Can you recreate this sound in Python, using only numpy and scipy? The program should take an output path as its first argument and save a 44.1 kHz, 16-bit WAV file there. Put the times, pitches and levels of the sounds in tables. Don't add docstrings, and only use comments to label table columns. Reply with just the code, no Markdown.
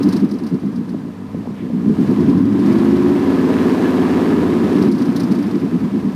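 import sys
import numpy as np
from scipy import signal
from scipy.fft import rfft, irfft, next_fast_len
from scipy.io import wavfile
from scipy.ndimage import uniform_filter1d, minimum_filter1d, map_coordinates

SR = 44100
rng = np.random.default_rng(int(sys.argv[2]) if len(sys.argv) > 2 else 0)


def wrap_up_sound(samples):
    columns = np.atleast_2d(samples).T
    tamed = np.clip(columns, -1, 1)
    steps = np.round(tamed * 32767).astype(np.int16)
    wavfile.write(sys.argv[1], SR, steps)


N = 271215
T = np.arange(N) / SR
IDLE_HZ = 7.9
RAGGED_HZ, SMOOTH_HZ = 8.6, 16.5


def amp(db):
    return 10 ** (np.asarray(db) / 20)


def unit(x):
    return x / np.sqrt(np.mean(x ** 2) + 1e-20)


def curve(rows):
    return np.interp(T, *np.transpose(rows))


def db_at(spectrum, hz):
    f, db = np.transpose(spectrum)
    return np.interp(np.log(hz + 1), np.log(f + 1), db)


def colour(x, spectrum):
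    size = next_fast_len(len(x))
    gain = amp(db_at(spectrum, np.fft.rfftfreq(size, 1 / SR)))
    return unit(irfft(rfft(x, size) * gain, size)[:len(x)])


def wander(hz):
    knots = rng.standard_normal(int(hz * N / SR) + 4)
    return unit(map_coordinates(knots, [T * hz + 1], order=2))


def add(mix, s, sound):
    part = mix[max(round(s * SR), 0):][:len(sound)]
    part += sound[:len(part)]


# t/s, f/Hz
ENGINE_SPEED = [(0, 12.06), (.4, 10.12), (.7, 7.94), (1.2, 6.33), (1.5, 7.75), (1.9, 7.7), (2.05, 9.69),
                (2.3, 11.7), (2.6, 15.05), (2.8, 16.35), (3.25, 18.3), (3.8, 18), (4.68, 17.6),
                (4.85, 15.71), (5, 14.11), (5.35, 13.17), (5.65, 10.26), (6.15, 8.61)]
def crank(strong_beat_s=3.9366):
    speed = curve(ENGINE_SPEED)
    cycles = np.cumsum(speed) / SR
    return speed, cycles - np.interp(strong_beat_s, T, cycles)


# t/s, opening/0-1
THROTTLE_OPENING = [(.17, 0.55), (.26, 0.05), (1.7, 0.13), (2.05, 0.86), (2.3, 0.55), (2.47, 0.05),
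                    (2.7, 0.75), (3, 0.48), (3.7, 0.93), (4.3, 0.82), (4.6, 0.65), (4.87, 0.8),
                    (4.895, 0.17), (5.05, 0.51)]
def throttle():
    return curve(THROTTLE_OPENING)


def acceleration(speed):
    return uniform_filter1d(np.gradient(speed) * SR, SR // 5)


def load(speed, full_hz_per_s):
    return np.clip(acceleration(speed) / full_hz_per_s, 0, 1)


def firings(cycles, scatter_db, jitter_s):
    at = np.flatnonzero(np.diff(np.floor(8 * cycles)))
    size, late = rng.standard_normal((len(at), 2)).T
    pulses = np.zeros(N)
    pulses[np.clip(at + (late * jitter_s * SR).astype(int), 0, N - 1)] = amp(scatter_db * size)
    return pulses


# multiple of engine speed, level when held/dB, level when speeding up/dB
DRONE_TONES = [(5, -16, -21), (6, -18, -23), (7, -20, -23), (8, -19, -15), (9, -11, -22), (10, -6, -22),
               (11, -10, -8), (12, -7, -12), (13, -3, -2), (14, -2, -14), (15, 0, -5), (16, -8, -1),
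               (17, -6, -8), (18, -8, -17), (19, -21, -11), (20, -4, -5), (21, -8, 0), (22, -19, -19),
               (23, -9, -19), (24, -11, -15), (25, -21, -25), (26, -21, -27), (27, -22, -25)]
# f/Hz, level/dB
MUFFLER_SHAPE = [(50, -52), (88, -11.5), (125, -14), (160, -12.5), (205, -1), (237, -4.5), (287, 4),
                 (315, -8.5), (353, 1), (390, -6), (520, -22)]
def drone(speed, cycles, held_hz=18.0, pulling_hz=16.9, waver_db=2.0, sway_db=.9):
    multiples, held_db, _ = np.transpose(DRONE_TONES)
    strongest = multiples[held_db.argmax()]
    outline_db = np.interp(np.arange(65), multiples, held_db)
    lag = -signal.hilbert(np.r_[outline_db, outline_db[-2:0:-1]] * np.log(10) / 20).imag
    pull = load(speed, full_hz_per_s=4)
    table_hz = held_hz + pull * (pulling_hz - held_hz)
    cycles = cycles + .0026 * wander(25)
    tones = 0
    for k, held, pulling in DRONE_TONES:
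        muffler_db = db_at(MUFFLER_SHAPE, k * speed) - db_at(MUFFLER_SHAPE, k * table_hz)
        smear = 3.1 * lag[round(k)] - .1 * (k - strongest) ** 2
        burn_db = waver_db * wander(12)
        gain = amp(held + pull * (pulling - held) + muffler_db + burn_db)
        tones = tones + gain * np.cos(2 * np.pi * round(k) * cycles + smear)
    levelled = tones / np.sqrt(uniform_filter1d(tones ** 2, SR // 4))
    return levelled * amp(sway_db * wander(70))


# f/Hz, width/Hz, level/dB
PIPE_RESONANCES = [(100, 17, -33), (147.8, 11.5, -12), (173, 17.7, -6), (204.5, 17.9, -0.5), (241.2, 16, 1),
                   (273.2, 23.3, 0.5), (304.4, 26.2, -4), (346.8, 15, -5), (422.2, 24, -14)]
def pipe_ring():
    t = T[:SR // 5]
    ring = sum((-1) ** k * amp(db) * width * np.exp(-np.pi * width * t) * np.sin(2 * np.pi * hz * t)
               for k, (hz, width, db) in enumerate(PIPE_RESONANCES))
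    return signal.sosfilt(signal.butter(3, [72, 480], "band", fs=SR, output="sos"), ring)


# f/Hz, level/dB
IDLE_TONE = [(140, 3.5), (205, 2), (260, -2.5), (350, -5.5), (450, -1)]
def burble(speed, cycles, ring, scatter_db=5.0, puff_fade_s=.005, puff_db=-2):
    pulses = firings(cycles, scatter_db, jitter_s=.0013)
    puffs = signal.oaconvolve(pulses, np.exp(-T[:SR // 20] / puff_fade_s))[:N] * rng.standard_normal(N)
    pipes = unit(signal.oaconvolve(unit(pulses) + amp(puff_db) * unit(puffs), ring)[:N])
    idling = np.clip((IDLE_HZ / speed) ** 3, 0, 1)
    pipes = pipes + idling * (colour(pipes, IDLE_TONE) - pipes)
    power = uniform_filter1d(uniform_filter1d(pipes ** 2, SR // 100), SR // 100)
    return pipes / np.sqrt(power + .02)


# t/s, boost/dB
HEAVY_BEATS = [(0.08, 2), (0.235, 7), (0.54, 5), (0.67, 2), (1.74, 4), (1.89, 1.5), (5.09, 4), (5.32, 5),
               (5.76, 2.5)]
def lope(speed, cycles, start_cycles=.16, rise_cycles=.25, length_cycles=.72, beat_s=.018):
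    stumble = .03 * (IDLE_HZ / speed) ** 3 * wander(8)
    phase = (cycles - start_cycles + stumble) % 1
    swell = (1 - np.exp(-phase / rise_cycles)) * np.exp(-(phase / length_cycles) ** 4)
    heavy_db = sum(db * np.exp(-((T - s) / beat_s) ** 2) for s, db in HEAVY_BEATS)
    chance_db = .8 * wander(25)
    gap_db = np.interp(speed, (IDLE_HZ, RAGGED_HZ), (-6, -12))
    return unit(np.hypot(swell / swell.max(), amp(gap_db))) * amp(heavy_db + chance_db)


def evenness(speed, full_coast_hz_per_s=4.3):
    fast = np.clip((speed - RAGGED_HZ) / (SMOOTH_HZ - RAGGED_HZ), 0, 1)
    coasting = np.clip(-acceleration(speed) / full_coast_hz_per_s, 0, 1) * (1 - throttle())
    return .97 * fast * (1 - .96 * coasting)


# t/s, level/dB
NOTE_LOUDNESS = [(0, -11), (.4, -21.5), (.7, -21.5), (1.05, -26), (1.22, -30.5), (1.4, -26.5),
                 (1.62, -26.5), (1.85, -15.5), (2.35, -10), (2.5, -15), (2.7, -10.5), (3.4, -13.5),
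                 (4.68, -13.5), (4.87, -10), (4.98, -16), (5.3, -16), (5.8, -17.5), (6.15, -16.5)]
def exhaust_note(speed, cycles, drone_db=-.36, burble_db=1.22):
    even, loudness = evenness(speed), amp(curve(NOTE_LOUDNESS))
    drone_gain = amp(drone_db) * np.sqrt(even)
    burble_gain = amp(burble_db) * np.sqrt(1 - even) * lope(speed, cycles)
    return loudness * (drone_gain * drone(speed, cycles) + burble_gain * burble(speed, cycles, pipe_ring()))


def flow_gain(speed, idle_db, doubling_db, throttle_db):
    return amp(idle_db + doubling_db * np.log2(speed / IDLE_HZ) + throttle_db * throttle())


# f/Hz, level/dB
RUSH_TONE = [(250, -79), (430, -5), (455, -1.5), (574, -10.5), (625, -6.5), (679, -12), (732, -9),
             (826, -13.5), (1010, -9), (1160, -14), (1260, -13), (1380, -18.5), (1700, -17.5), (1830, -20),
             (4000, -31.5), (5200, -41.5), (8800, -120)]
HISS_TONE = [(1760, -1.5), (3000, -7.5), (4630, -4.5), (7080, -11), (14500, -17), (15500, -30)]
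# level at idle/dB, rise per doubling of speed/dB, rise at full throttle/dB
RUSH_GROWTH = (-41.5, 6.82, 8.63)
HISS_GROWTH = (-54, 4.8, 8.3)
# f/Hz, width/Hz, level against the rush at its strongest/dB
FLOW_WHISTLE = (1704, 17, -16)
def gas_flow(speed, cycles, rasp_rise_s=.0007, rasp_lag_cycles=.075, flutter_db=.6):
    age = T[:SR // 80] / rasp_rise_s
    pulses = firings(cycles - rasp_lag_cycles, scatter_db=2, jitter_s=rasp_rise_s / 2)
    bursts = signal.oaconvolve(pulses, age * np.exp(-age))[:N]
    rasp_share = .26 * throttle()
    flutter = unit(amp(flutter_db * wander(90)))
    pulsing = np.sqrt(1 - rasp_share + rasp_share * unit(bursts) ** 2) * flutter
    rush = colour(rng.standard_normal(N) * pulsing, RUSH_TONE)
    hiss = colour(rng.standard_normal(N) * np.sqrt(pulsing), HISS_TONE)
    hz, width, db = FLOW_WHISTLE
    whistle = unit(signal.lfilter(*signal.iirpeak(hz, hz / width, SR), rng.standard_normal(N)))
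    strength = flow_gain(speed, *RUSH_GROWTH)
    whistle *= amp(db) * strength / strength.max()
    return strength * (rush + whistle) + flow_gain(speed, *HISS_GROWTH) * hiss


def boom(speed, cycles, level_db=-42, hz=98, width_hz=30, pull_db=9):
    t = T[:SR // 8]
    ring = np.gradient(t * np.exp(-np.pi * width_hz * t) * np.sin(2 * np.pi * hz * t))
    gain = amp(level_db + pull_db * load(speed, full_hz_per_s=9))
    return gain * burble(speed, cycles, ring, scatter_db=3.5)


def rumble(level_db=-63):
    tone = [(15, -29), (50, -29), (120, 7), (500, -45), (2000, -75)]  # f/Hz, level/dB
    return amp(level_db) * colour(rng.standard_normal(N), tone)


# f/Hz, level/dB
WHINE_TONES = [(8753, -77), (12236, -85)]
def whine(level_db=-2, waver_hz=12):
    tones = 0
    for hz, db in WHINE_TONES:
        phase = 2 * np.pi * np.cumsum(hz + waver_hz * wander(30)) / SR
        tones = tones + amp(db + level_db) * np.sqrt(2) * np.sin(phase)
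    return tones


def shakes(speed, cycles, base_db=-44, rock_db=12.5, miss_db=12, resonance_hz=14, lead_s=.0011):
    at = np.flatnonzero(np.diff(np.floor(2 * cycles))) + 1
    rock = np.clip(acceleration(speed)[at] / 5.2, -1, 1)
    rock = np.minimum(rock, 2 * throttle()[at])
    missed = np.maximum(rock, 0) * (cycles[at] % 1 < .5)
    off_resonance_db = 15 * abs(np.log2(speed[at] / resonance_hz))
    db = base_db + rock_db * abs(rock) - off_resonance_db - miss_db * missed
    return list(zip(T[at] - lead_s, db + 1.5 * rng.standard_normal(len(at))))


# f/Hz, level/dB
METAL_TONE = [(400, -26), (1000, 5), (2600, -14), (3400, -9.5), (3900, -1.5), (4900, 1.5), (5800, -4),
              (7200, -18.5), (9500, -10), (12000, -18), (15000, -17)]
# t/s, level/dB
METAL_KNOCKS = [(0.028, -26.5), (0.0846, -25.5), (0.1226, -23.5), (0.161, -25.5), (0.309, -32),
                (0.463, -31.5), (0.7554, -37.5), (0.8894, -37.5), (4.8205, -27.5), (4.913, -28),
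                (4.998, -36), (5.1595, -21.5), (5.196, -22.5), (5.231, -29), (5.315, -29.5)]
def chatter(speed, cycles, level_db=-9, grit_db=2.0, rise_s=.003, fade_s=.01):
    t, power = T[:SR // 12], np.zeros(N)
    shape = (1 - np.exp(-t / rise_s)) ** 2 * np.exp(-t / fade_s)
    for s, db in shakes(speed, cycles) + METAL_KNOCKS:
        add(power, s, (amp(db + level_db) * shape / shape.max()) ** 2)
    grit = rng.standard_normal(N) * amp(grit_db * wander(900))
    return np.sqrt(power) * colour(grit, METAL_TONE)


# t/s, level/dB, f/Hz
TAILPIPE_POPS = [(0.945, -22.5, 580), (1.346, -18.5, 465), (1.456, -24, 550), (1.472, -26, 836),
                 (1.701, -21, 516)]
def pops(fade_s=.0013, body_gain=1.6):
    t, out = T[:SR // 30], np.zeros(N)
    age = t / fade_s
    for s, db, hz in TAILPIPE_POPS:
        knock = age * np.exp(1 - age) * np.sin(2 * np.pi * hz * t)
        body = age / 2 * np.exp(1 - age / 2) * np.sin(np.pi * hz * t)
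        add(out, s, amp(db) * (knock + body_gain * body))
    return out


# f/Hz, width/Hz, level against the rush/dB
BARK_RESONANCE = (1032, 150, -12.5)
def bark(speed, cycles):
    hz, width, db = BARK_RESONANCE
    puffs = rng.standard_normal(N) * (1 + np.cos(4 * np.pi * cycles))
    hollow = signal.iirpeak(hz, hz / width, SR)
    barking = unit(signal.lfilter(*hollow, signal.lfilter(*hollow, puffs)))
    return amp(db) * flow_gain(speed, *RUSH_GROWTH) * load(speed, full_hz_per_s=2.3) * barking


# width/s, level/dB
GASP_SWELL = (0.044, -48)
# f/Hz, level/dB
GASP_TONE = [(800, -25), (1900, 2), (2700, -1), (3400, -3), (4500, -20), (9000, -43)]
def gasp(at_s=1.6):
    width, db = GASP_SWELL
    return amp(db) * np.exp(-((T - at_s) / width) ** 2) * colour(rng.standard_normal(N), GASP_TONE)


# t/s, level/dB
LOW_THUMPS = [(2.3, -31), (2.41, -39)]
def low_thumps(width_s=.017):
    swell = sum(amp(db) * np.exp(-((T - s) / width_s) ** 2) for s, db in LOW_THUMPS)
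    tone = [(10, -10), (30, 3), (65, 0), (150, -25), (600, -80)]  # f/Hz, level/dB
    return swell * colour(rng.standard_normal(N), tone)


def scene():
    speed, cycles = crank()
    exhaust = exhaust_note(speed, cycles) + gas_flow(speed, cycles) + boom(speed, cycles)
    exhaust += pops() + bark(speed, cycles)
    return (exhaust + rumble() + chatter(speed, cycles) + gasp() + whine() + low_thumps())[None]


def record(dry, ceiling=.77, hold_s=.0034, cutoff_hz=15500):
    span = int(hold_s * SR)
    allowed_gain = np.minimum(1, ceiling / (abs(dry) + 1e-9))
    limited = dry * uniform_filter1d(minimum_filter1d(allowed_gain, span), span)
    lowpass = signal.firwin(511, cutoff_hz, window=("kaiser", 9), fs=SR)
    return signal.oaconvolve(limited, lowpass[None], "same")


dry = scene()
out = record(dry)
wrap_up_sound(out)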